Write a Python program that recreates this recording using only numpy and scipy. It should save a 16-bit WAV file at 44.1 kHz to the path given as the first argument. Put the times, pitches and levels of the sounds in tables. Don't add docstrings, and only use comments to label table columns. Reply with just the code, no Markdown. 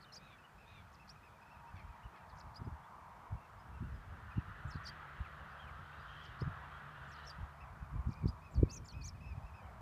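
import sys
import numpy as np
from scipy import signal
from scipy.fft import rfft, irfft
from scipy.io import wavfile
from scipy.ndimage import uniform_filter1d, map_coordinates

SR = 44100
rng = np.random.default_rng(int(sys.argv[2]) if len(sys.argv) > 2 else 0)


def to_wav(sig):
    pcm = np.clip(np.atleast_2d(sig), -1, 1) * 32767
    pcm = np.round(pcm).astype(np.int16)
    wavfile.write(sys.argv[1], SR, pcm.T)


N = 432621
T = np.arange(N) / SR


def sparrow():
    out = np.zeros(N)
    for table, voice in [(FLICKS, flick), (TWEETS, tweet), (TUMBLES, tumble),
                         (CHIRRUPS, chirrup), (SECOND_VOICE, second_voice)]:
        for s, *row in table:
            add(out, s, voice(*row))
    for s, *_, db in TWEETS:
        add(out, s - UPSTROKE_S, upstroke(db))
    fizz = wash([(300, -2), (3000, -5), (10000, -16)], patchy_db=2.5)
    return out * (1 + gain_of(-17) * fizz)


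def note(hz, db, rasp=.15, onset_db=-5.5, onset_s=.014):
    t = np.arange(len(hz)) / SR
    hz = uniform_filter1d(hz, size=90)
    tone = whistle(hz, overtone_db=-28, flutter=.018, flutter_hz=903)
    tone *= 1 + rasp * wander(len(t), 3000)
    swell_db = onset_db * np.exp(-t / onset_s)
    return tone * gain_of(db + swell_db) * signal.windows.tukey(len(t), 250 / len(t))


def beak_db(hz, resonance_hz=5000, db_per_octave=-22.5):
    return db_per_octave * abs(np.log2(hz / resonance_hz))


# start in seconds, level in dB before the beak's loss.
FLICKS = [(.927, -65.5), (2.356, -69), (2.384, -59), (6.236, -64), (8.084, -71), (8.112, -64)]
# seconds into the flick, pitch in Hz.
FLICK_SWING = [(0, 4450), (0.01, 7480), (0.025, 3700), (.032, 6070)]

def flick(db):
    hz, = follow(FLICK_SWING, np.arange(0, FLICK_SWING[-1][0], 1 / SR))
    return note(hz, db + beak_db(hz))


# start and length in seconds, base pitch in Hz, climb in Hz per second,
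# level in dB before the beak's loss.
TWEETS = [(1.089, 0.034, 5220, 19000, -50), (2.555, 0.033, 5260, -9000, -50.5),
          (6.401, 0.029, 4930, 16000, -53), (8.274, 0.036, 5140, -8000, -50)]
UPSTROKE_S = .014

def tweet(length, base_hz, climb, db, scoop=.26, scoop_s=.0069, fade_db=-21):
    t = np.arange(0, length, 1 / SR)
    hz = base_hz * (1 - scoop * np.exp(-t / scoop_s)) + climb * t
    return note(hz, db + beak_db(hz) + fade_db * (t / length) ** 2)


def upstroke(tweet_db):
    hz = np.linspace(4000, 6100, round(UPSTROKE_S * SR))
    return note(hz, tweet_db - 13 + beak_db(hz))


# start, length, time up high and fall time in seconds, warbles per second,
# warble depth as a share of pitch, level in dB before the beak's loss.
TUMBLES = [(4.672, 0.11, 0.036, .004, 45, 0.23, -60), (7.08, 0.14, 0.041, 0.0074, 35, 0.25, -64.5),
           (8.51, 0.073, .038, 0.0035, 24, .11, -62.5), (8.845, 0.073, 0.04, 0.0022, 31, 0.066, -54.5)]

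def tumble(length, high_s, fall_s, rate, depth, db, high_hz=7070, low_hz=4310):
    sag_hz_per_s, fade_db_per_s = 5900, -64
    t = np.arange(0, length, 1 / SR) - high_s
    low_s = np.maximum(t, 0)
    hz = low_hz + (high_hz - low_hz) / (1 + np.exp(t / fall_s)) - sag_hz_per_s * low_s
    hz *= 1 + depth * warble(t * rate + .5)
    return note(hz, db + beak_db(hz) + fade_db_per_s * low_s)


# start and length in seconds, start, middle and end of the glide in Hz,
# warbles per second, warble depth as a share of pitch, level in dB.
CHIRRUPS = [(.003, 0.054, 4180, 4200, 3220, 55, 0.25, -64), (.122, 0.064, 4600, 5050, 4100, 30, 0.37, -54),
            (4.833, .021, 3500, 6140, 4700, 20, .02, -64), (4.849, 0.0535, 4200, 4760, 4430, 34, 0.24, -50),
            (7.225, 0.038, 4620, 3950, 6530, 22, 0.08, -66),
            (7.263, .056, 5530, 5000, 4250, 36, 0.19, -53.5),
            (8.691, 0.096, 3500, 6210, 5000, 30.6, 0.2, -52.5),
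            (8.908, .04, 3740, 2900, 4240, 46, .1, -68.5),
            (9.008, 0.032, 4650, 4300, 4950, 29, 0.24, -58.5),
            (9.032, 0.065, 4600, 6450, 4500, 26, 0.11, -51.5),
            (9.088, 0.013, 4700, 5500, 4380, 20, .02, -55)]
NOTE_ENDS_DB = -7

def chirrup(length, start_hz, middle_hz, end_hz, rate, depth, db, crest_db=-12):
    t = np.arange(0, length, 1 / SR)
    u, crest = t / length, warble(t * rate)
    hz = glide([start_hz, middle_hz, end_hz], u) * (1 + depth * crest)
    return note(hz, db + crest_db * crest ** 2 + NOTE_ENDS_DB * (2 * u - 1) ** 4)


# start and length in seconds, top pitch in Hz, level in dB.
SECOND_VOICE = [(.118, 0.015, 4400, -59), (.149, .016, 4570, -60), (4.866, 0.016, 4610, -47.5),
                (8.854, 0.013, 5350, -61), (8.917, 0.016, 5900, -63), (9.054, 0.027, 4540, -61)]

def second_voice(length, top_hz, db):
    u = np.linspace(0, 1, round(length * SR))
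    hz = top_hz * arch(u, rise=.13, sag=.14)
    return note(hz, db + NOTE_ENDS_DB * (2 * u - 1) ** 2, rasp=.099)


# start and length in seconds, top pitch in Hz, level in dB before lift.
PIPES = [(.048, 0.063, 3060, -69), (0.38, 0.053, 2670, -71.5), (0.438, 0.03, 2980, -67.5),
         (0.577, 0.087, 2680, -72.5), (0.993, .052, 2670, -71), (1.154, 0.035, 2600, -71),
         (1.226, 0.067, 2620, -70.5), (1.412, 0.03, 2600, -70.5), (1.496, 0.082, 2690, -70.5),
         (1.667, .06, 2680, -75), (2.031, 0.046, 2970, -71), (4.304, 0.034, 2550, -67.5),
         (4.352, 0.053, 2840, -69.5), (4.874, 0.056, 3270, -67.5), (5.588, 0.067, 3270, -67),
         (6.067, 0.15, 3240, -69.5), (6.258, 0.085, 3270, -74), (6.706, 0.12, 3280, -74.5),
         (7.603, 0.042, 2670, -68), (8.146, 0.11, 2475, -71), (8.414, 0.096, 2587, -71.5),
         (8.677, 0.11, 2660, -68.5), (8.921, .15, 2570, -66), (9.202, 0.077, 2630, -68.5),
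         (9.235, .11, 2632, -65.5), (9.459, 0.049, 2690, -69.5), (9.533, 0.084, 2605, -68.5),
         (9.623, .042, 3120, -75)]
# start and end in seconds, calls per second, mean pitch in Hz, level in dB.
FLOCK_BOUTS = [(0, 2.4, 12, 2580, -78), (3.201, 6.8, 5.3, 2850, -78), (7.5, 9.7, 10, 2464, -75.5)]

def shore_birds(lift_db=2, pitch_spread=.0595, spread_db=5.5, call_s=(.03, .1)):
    out = np.zeros(N)
    for s, length, hz, db in PIPES:
        add(out, s, pipe(length, hz, db + lift_db))
    for start, end, rate, hz, db in FLOCK_BOUTS:
        draws = rng.uniform(-1, 1, (64, 4))
        for s, (late, longer, higher, louder) in zip(np.arange(start, end, 1 / rate), draws):
            length = np.interp(longer, [-1, 1], call_s)
            call = pipe(length, hz * (1 + pitch_spread * higher), db + spread_db * louder)
            add(out, s + (1 + late) / (2 * rate), call)
    return out


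# top pitch in Hz, relative octave level in dB.
PIPE_OCTAVE = [(2650, -16), (3100, -27)]

def pipe(length, top_hz, db):
    u = np.linspace(0, 1, round(length * SR))
    hz = top_hz * arch(u, rise=.096, sag=.115)
    tone = whistle(hz, spectrum_db(PIPE_OCTAVE, top_hz), flutter=.005, flutter_hz=300)
    husky = unit_rms(tone * (1 + .25 * wander(len(u), 601)))
    envelope = signal.windows.tukey(len(u), .22) * (1 - .3 * u)
    return husky * gain_of(db + 2.6 * wander(len(u), 130)) * envelope


# start and length in seconds, top pitch in Hz, level in dB.
GULL_WAILS = [(0.176, 0.21, 1278, -68), (0.643, 0.2, 1258, -66.5)]

def gull_wails(hoarse=.01, overtones_db=(0, -3, -21, -22)):
    out = np.zeros(N)
    for s, length, top_hz, db in GULL_WAILS:
        u = np.linspace(0, 1, round(length * SR))
        phase = phase_of(top_hz * arch(u, rise=.11, sag=.17) * (1 + hoarse * wander(len(u), 900)))
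        cry = sum(gain_of(level) * np.sin(k * phase) for k, level in enumerate(overtones_db, 2))
        cry *= 1 + .7 * wander(len(u), 1200)
        add(out, s, gain_of(db) * unit_rms(cry) * signal.windows.tukey(len(u), .5))
    return out


# start and length in seconds, start pitch in Hz, level in dB.
GULL_YELPS = [(1.749, .065, 1202, -67.5), (2.152, 0.039, 1153, -69)]

def gull_yelps(fall=.16, overtones_db=(3, -5, -8, -12)):
    out = np.zeros(N)
    for s, length, hz, db in GULL_YELPS:
        u = np.linspace(0, 1, round(length * SR))
        phase = phase_of(hz * (1 - fall * u))
        cry = sum(gain_of(level) * np.sin(k * phase) for k, level in enumerate(overtones_db, 2))
        cry *= 1 + .7 * wander(len(u), 900)
        add(out, s, gain_of(db) * unit_rms(cry) * signal.windows.tukey(len(u), .4))
    return out


# start and length in seconds, start, middle and end pitch in Hz, level in dB.
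SLURS = [(1.77, 0.062, 2750, 2380, 2100, -69), (2.288, 0.048, 5190, 4130, 3150, -72.5),
         (2.643, 0.027, 4800, 5030, 4500, -77), (2.825, .043, 3070, 3420, 3580, -78),
         (3.585, .04, 4750, 5150, 4800, -80), (3.932, .04, 4800, 5080, 4700, -80),
         (4.797, 0.025, 1170, 1150, 1120, -52.5), (5.242, 0.041, 2760, 2300, 1850, -62),
         (5.498, 0.039, 4880, 4830, 4400, -77), (5.666, 0.043, 2590, 2350, 1800, -64),
         (5.992, 0.042, 4700, 4820, 4640, -76)]

def small_birds(husky_span_hz=4200):
    out = np.zeros(N)
    for s, length, *pitches, db in SLURS:
        rasp = min(np.ptp(pitches) / husky_span_hz, 1)
        u = np.linspace(0, 1, round(length * SR))
        tone = whistle(glide(pitches, u), overtone_db=-24, flutter=.008, flutter_hz=500)
        husky = unit_rms(tone * (1 - rasp + rasp * wander(len(u), 1000)))
        add(out, s, husky * gain_of(db + 2 * wander(len(u), 105)) * signal.windows.tukey(len(u), .4))
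    return out


# middle in seconds, level in dB, eddy rate in Hz.
PUFFS = [(1.744, -47, 83.5), (1.853, -47, 88), (1.9, -47.5, 76.5), (2.062, -45, 74.5), (2.618, -43.5, 190),
         (2.675, -40, 148), (2.732, -42.5, 86.6), (3.328, -37.5, 97), (3.355, -39, 85.5), (3.827, -40, 135),
         (4.383, -32, 114), (4.655, -41, 86.5), (4.757, -41.5, 129), (5.208, -36, 77),
         (6.423, -35.5, 113.6), (6.478, -35, 88), (7.392, -42.5, 83), (7.43, -43, 85), (7.827, -40.5, 79),
         (7.953, -38, 128), (7.996, -36.5, 70), (8.074, -33.5, 90), (8.092, -37, 139), (8.242, -35, 135),
         (8.258, -31, 115), (8.288, -34.5, 109), (8.635, -23, 106), (9.38, -42.5, 112), (9.45, -41.5, 78.5)]

def wind_puffs(length_s=.022, core_weight=12, crisp=.69, top_hz=640):
    out = np.zeros(N)
    t, hz = (np.arange(8192) - 4096) / SR, np.fft.rfftfreq(8192, 1 / SR)
    for s, db, eddy_hz in PUFFS:
        ratio = hz / (1.163 * eddy_hz)
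        low_cut = ratio ** 2 / (ratio ** 2 + .12)
        colour = low_cut / (1 + ratio ** 4.27) / (1 + (hz / top_hz) ** 8)
        swirl = rng.standard_normal(len(t)) * np.exp(-abs(t) / (length_s / 2))
        force = np.sqrt(gain_of(db + 30))
        core = 1j * core_weight * (1 + crisp * force * ratio) * rfft(t == 0)
        puff = irfft((rfft(swirl) + core) * colour)
        add(out, s + t[0], gain_of(db) * puff * np.sqrt(length_s * SR / np.sum(puff ** 2)))
    return out


# middle in seconds, level in dB, pitch in Hz.
SLAPS = [(4.382, -37.5, 236), (6.421, -32, 300), (8.258, -28, 255), (8.6323, -15, 282)]

def wind_slaps(width_cycles=.45):
    out = np.zeros(N)
    for s, db, hz in SLAPS:
        cycles = hz * (T - s)
        out -= gain_of(db) * np.sin(2 * np.pi * cycles) * np.exp(-(cycles / width_cycles) ** 2)
    return out


# time in seconds, level in dB.
BREEZE = [(.3, -79), (.7, -60), (1.5, -71.5), (1.8, -55), (2.1, -78), (2.33, -57), (3, -71), (3.87, -50.5),
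          (4.15, -54.5), (4.8, -53), (5.1, -63.5), (6.45, -54.5), (6.75, -63), (7.7, -56), (8.15, -43),
          (8.45, -57), (8.6, -33.5), (8.73, -47), (9.8, -54.5)]
# frequency in Hz, relative density in dB.
BREEZE_COLOUR = [(15, -27), (35, -4), (60, 6), (100, -1.5), (150, -6.5), (220, -16.5), (350, -24),
                 (600, -33), (1500, -70)]

def breeze(lumpy_db=3.5):
    eddies = wash(BREEZE_COLOUR, patchy_db=3) * gain_of(lumpy_db * wander(N, 22))
    return fader(BREEZE) * unit_rms(eddies)


# time in seconds, roar in dB, openness from 0 (dull) to 1 (in the clear).
ROAD = [(0, -64.5, 0.8), (1.1, -65, 0.7), (2.3, -59, 0.15), (3.5, -58.5, 0.04), (4.1, -59.5, 0.67),
        (4.8, -53.5, 0.9), (6.2, -55.5, 0.87), (6.55, -53, 0.8), (7.33, -54.5, 0.78), (7.55, -58, 0.25),
        (8.3, -60, 0.03), (8.8, -64.5, 0.3), (9.25, -64, 0.15), (9.55, -61, 0.22), (9.8, -58.5, 0.23)]
# frequency in Hz, relative density in dB.
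TYRES_DULL = [(450, -34), (570, -22), (640, -5.5), (820, -4), (960, 1), (1130, 0.5), (1400, -8.5),
              (1800, -16), (2300, -18), (3200, -46), (9000, -67)]
TYRES_OPEN = [(100, -36), (450, -12.5), (750, -9.5), (980, -7), (1250, 3), (1500, 1.5), (1950, -5),
              (2130, -15), (2600, -15), (3200, -17.5), (4200, -26.5), (5500, -39), (9000, -77)]
# time in seconds, level in dB.
DRONE = [(0, -80), (4.2, -80.5), (4.8, -60.5), (7.3, -60.5), (9.8, -73)]
# frequency in Hz, relative level in dB.
DRONE_ORDERS = [(74, -0.4), (145, -0.6)]

def road(waver=.03614):
    roar_db, openness = follow(ROAD, T)
    dull = np.sqrt(1 - openness) * wash(TYRES_DULL, patchy_db=2)
    bright = np.sqrt(openness) * wash(TYRES_OPEN, patchy_db=2)
    phase_per_hz = phase_of(1 + waver * wander(N, 15))
    engine = sum(gain_of(db + 1.3 * wander(N, 21)) * np.sin(hz * phase_per_hz) for hz, db in DRONE_ORDERS)
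    return gain_of(roar_db) * (dull + bright) + fader(DRONE) * unit_rms(engine)


# time in seconds, level in dB.
MOTOR = [(.3, -87), (1.5, -66.5), (2.4, -63), (3.1, -63.5), (3.7, -72), (4.2, -85)]
# frequency in Hz, relative level in dB.
MOTOR_COLOUR = [(625, -8.5), (780, -5), (860, 3), (940, 8), (1020, -4.5), (1170, -6), (1250, -3.5),
                (1400, -14.5)]

def motor(firing_hz=78.16, waver=.0079, flicker_db=3):
    hum = np.zeros(N)
    for hz in firing_hz * np.arange(8, 19):
        phase = phase_of(hz * (1 + waver * wander(N, 50)))
        hum += gain_of(spectrum_db(MOTOR_COLOUR, hz) + flicker_db * wander(N, 18)) * np.sin(phase)
    return fader(MOTOR) * unit_rms(hum)


# middle and half length in seconds, level in dB.
WAVELETS = [(5.557, 0.21, -62.5), (7.718, 0.11, -62), (9.606, 0.25, -64)]
# frequency in Hz, relative density in dB.
WAVELET_COLOUR = [(300, -31), (520, -12), (630, -4), (800, -3), (950, -13), (1400, -28), (6000, -62)]

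def wavelets():
    swell = sum(gain_of(db) * np.exp(-((T - s) / half) ** 2) for s, half, db in WAVELETS)
    return swell * wash(WAVELET_COLOUR, patchy_db=3.5)


# time in seconds, level in dB.
HISS = [(5.3, -100), (5.6, -83), (6.25, -65), (6.55, -92), (7.2, -65), (7.7, -100)]
# frequency in Hz, relative density in dB.
HISS_COLOUR = [(1900, -31), (3100, 1), (4200, -12.5), (9000, -37)]

def hiss():
    return fader(HISS) * wash(HISS_COLOUR, patchy_db=7)


# frequency in Hz, relative density in dB.
BAY_COLOUR = [(20, -9), (45, -2), (75, -1), (150, -2.5), (200, -3.5), (270, -14), (450, -12), (800, -10.5),
              (1500, -20), (2500, -24), (3500, -28), (6000, -32), (9000, -35.5), (15000, -38)]

def bay(level_db=-63):
    return gain_of(level_db) * wash(BAY_COLOUR, patchy_db=2.5)


def outdoors(x, wet_db, t60_s, echoes_per_s=2000):
    t = np.arange(SR // 2) / SR
    taps = rng.standard_normal(len(t)) * (rng.random(len(t)) < echoes_per_s / SR)
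    taps *= gain_of(-60 * t / t60_s)
    return x + gain_of(wet_db) * signal.fftconvolve(x, taps / np.linalg.norm(taps))[:N]


def wash(colour, patchy_db, smooth_hz=3500):
    frames, hz = N // 512 + 5, np.fft.rfftfreq(2048, 1 / SR)
    real, imag, patches = rng.standard_normal((3, frames, len(hz)))
    patches = uniform_filter1d(patches, size=9, axis=0)
    patches = unit_rms(uniform_filter1d(patches, size=16, axis=1))
    db = spectrum_db(colour, hz) + patchy_db * patches / (1 + (hz / smooth_hz) ** 2)
    spectra = (real + 1j * imag) * gain_of(db)
    return unit_rms(signal.istft(spectra.T, nperseg=2048, noverlap=1536)[1][:N])


def whistle(hz, overtone_db, flutter, flutter_hz):
    phase = phase_of(hz * (1 + flutter * wander(len(hz), flutter_hz)))
    return np.sqrt(2) * (np.sin(phase) + gain_of(overtone_db) * np.sin(2 * phase))


def arch(u, rise, sag):
    return 1 - np.where(u < .35, rise * (1 - u / .35) ** 2, sag * (abs(u - .35) / .65) ** 1.5)


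def glide(pitches, u):
    return np.polyval(np.polyfit([0, .5, 1], pitches, 2), u)


def warble(cycles):
    return 1 - abs(np.sin(np.pi * cycles))


def wander(size, rate_hz):
    place = np.arange(size) * rate_hz / SR
    return map_coordinates(rng.standard_normal(2048), [place], order=2, mode="wrap")


def phase_of(hz):
    return 2 * np.pi * np.cumsum(hz) / SR


def gain_of(db):
    return 10 ** (np.asarray(db) / 20)


def unit_rms(x):
    return x / np.sqrt(np.mean(x ** 2) + 1e-20)


def spectrum_db(points, hz):
    f, db = np.transpose(points)
    return np.interp(np.log(hz + 1), np.log(f + 1), db)


def follow(rows, t):
    s, *columns = np.transpose(rows)
    return [np.interp(t, s, c) for c in columns]


def fader(rows):
    return gain_of(follow(rows, T)[0])


def add(mix, s, sound):
    part = mix[max(round(s * SR), 0):][:len(sound)]
    part += sound[:len(part)]


def scene():
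    near = outdoors(sparrow(), wet_db=-20.5, t60_s=.11)
    far = outdoors(shore_birds() + gull_wails() + gull_yelps() + small_birds(), wet_db=-8.5, t60_s=.17)
    background = hiss() + road() + motor() + wavelets()
    wind = breeze() + wind_puffs() + wind_slaps()
    return (near + far + background + wind + bay())[None]


def record(dry, low_cut_hz=38, band_limit_hz=15350):
    thinned = signal.sosfiltfilt(signal.butter(3, low_cut_hz, "high", fs=SR, output="sos"), dry)
    lowpass = signal.firwin(511, band_limit_hz, window=("kaiser", 9), fs=SR)
    return signal.oaconvolve(thinned, lowpass[None], "same")


dry = scene()
out = record(dry)
to_wav(out)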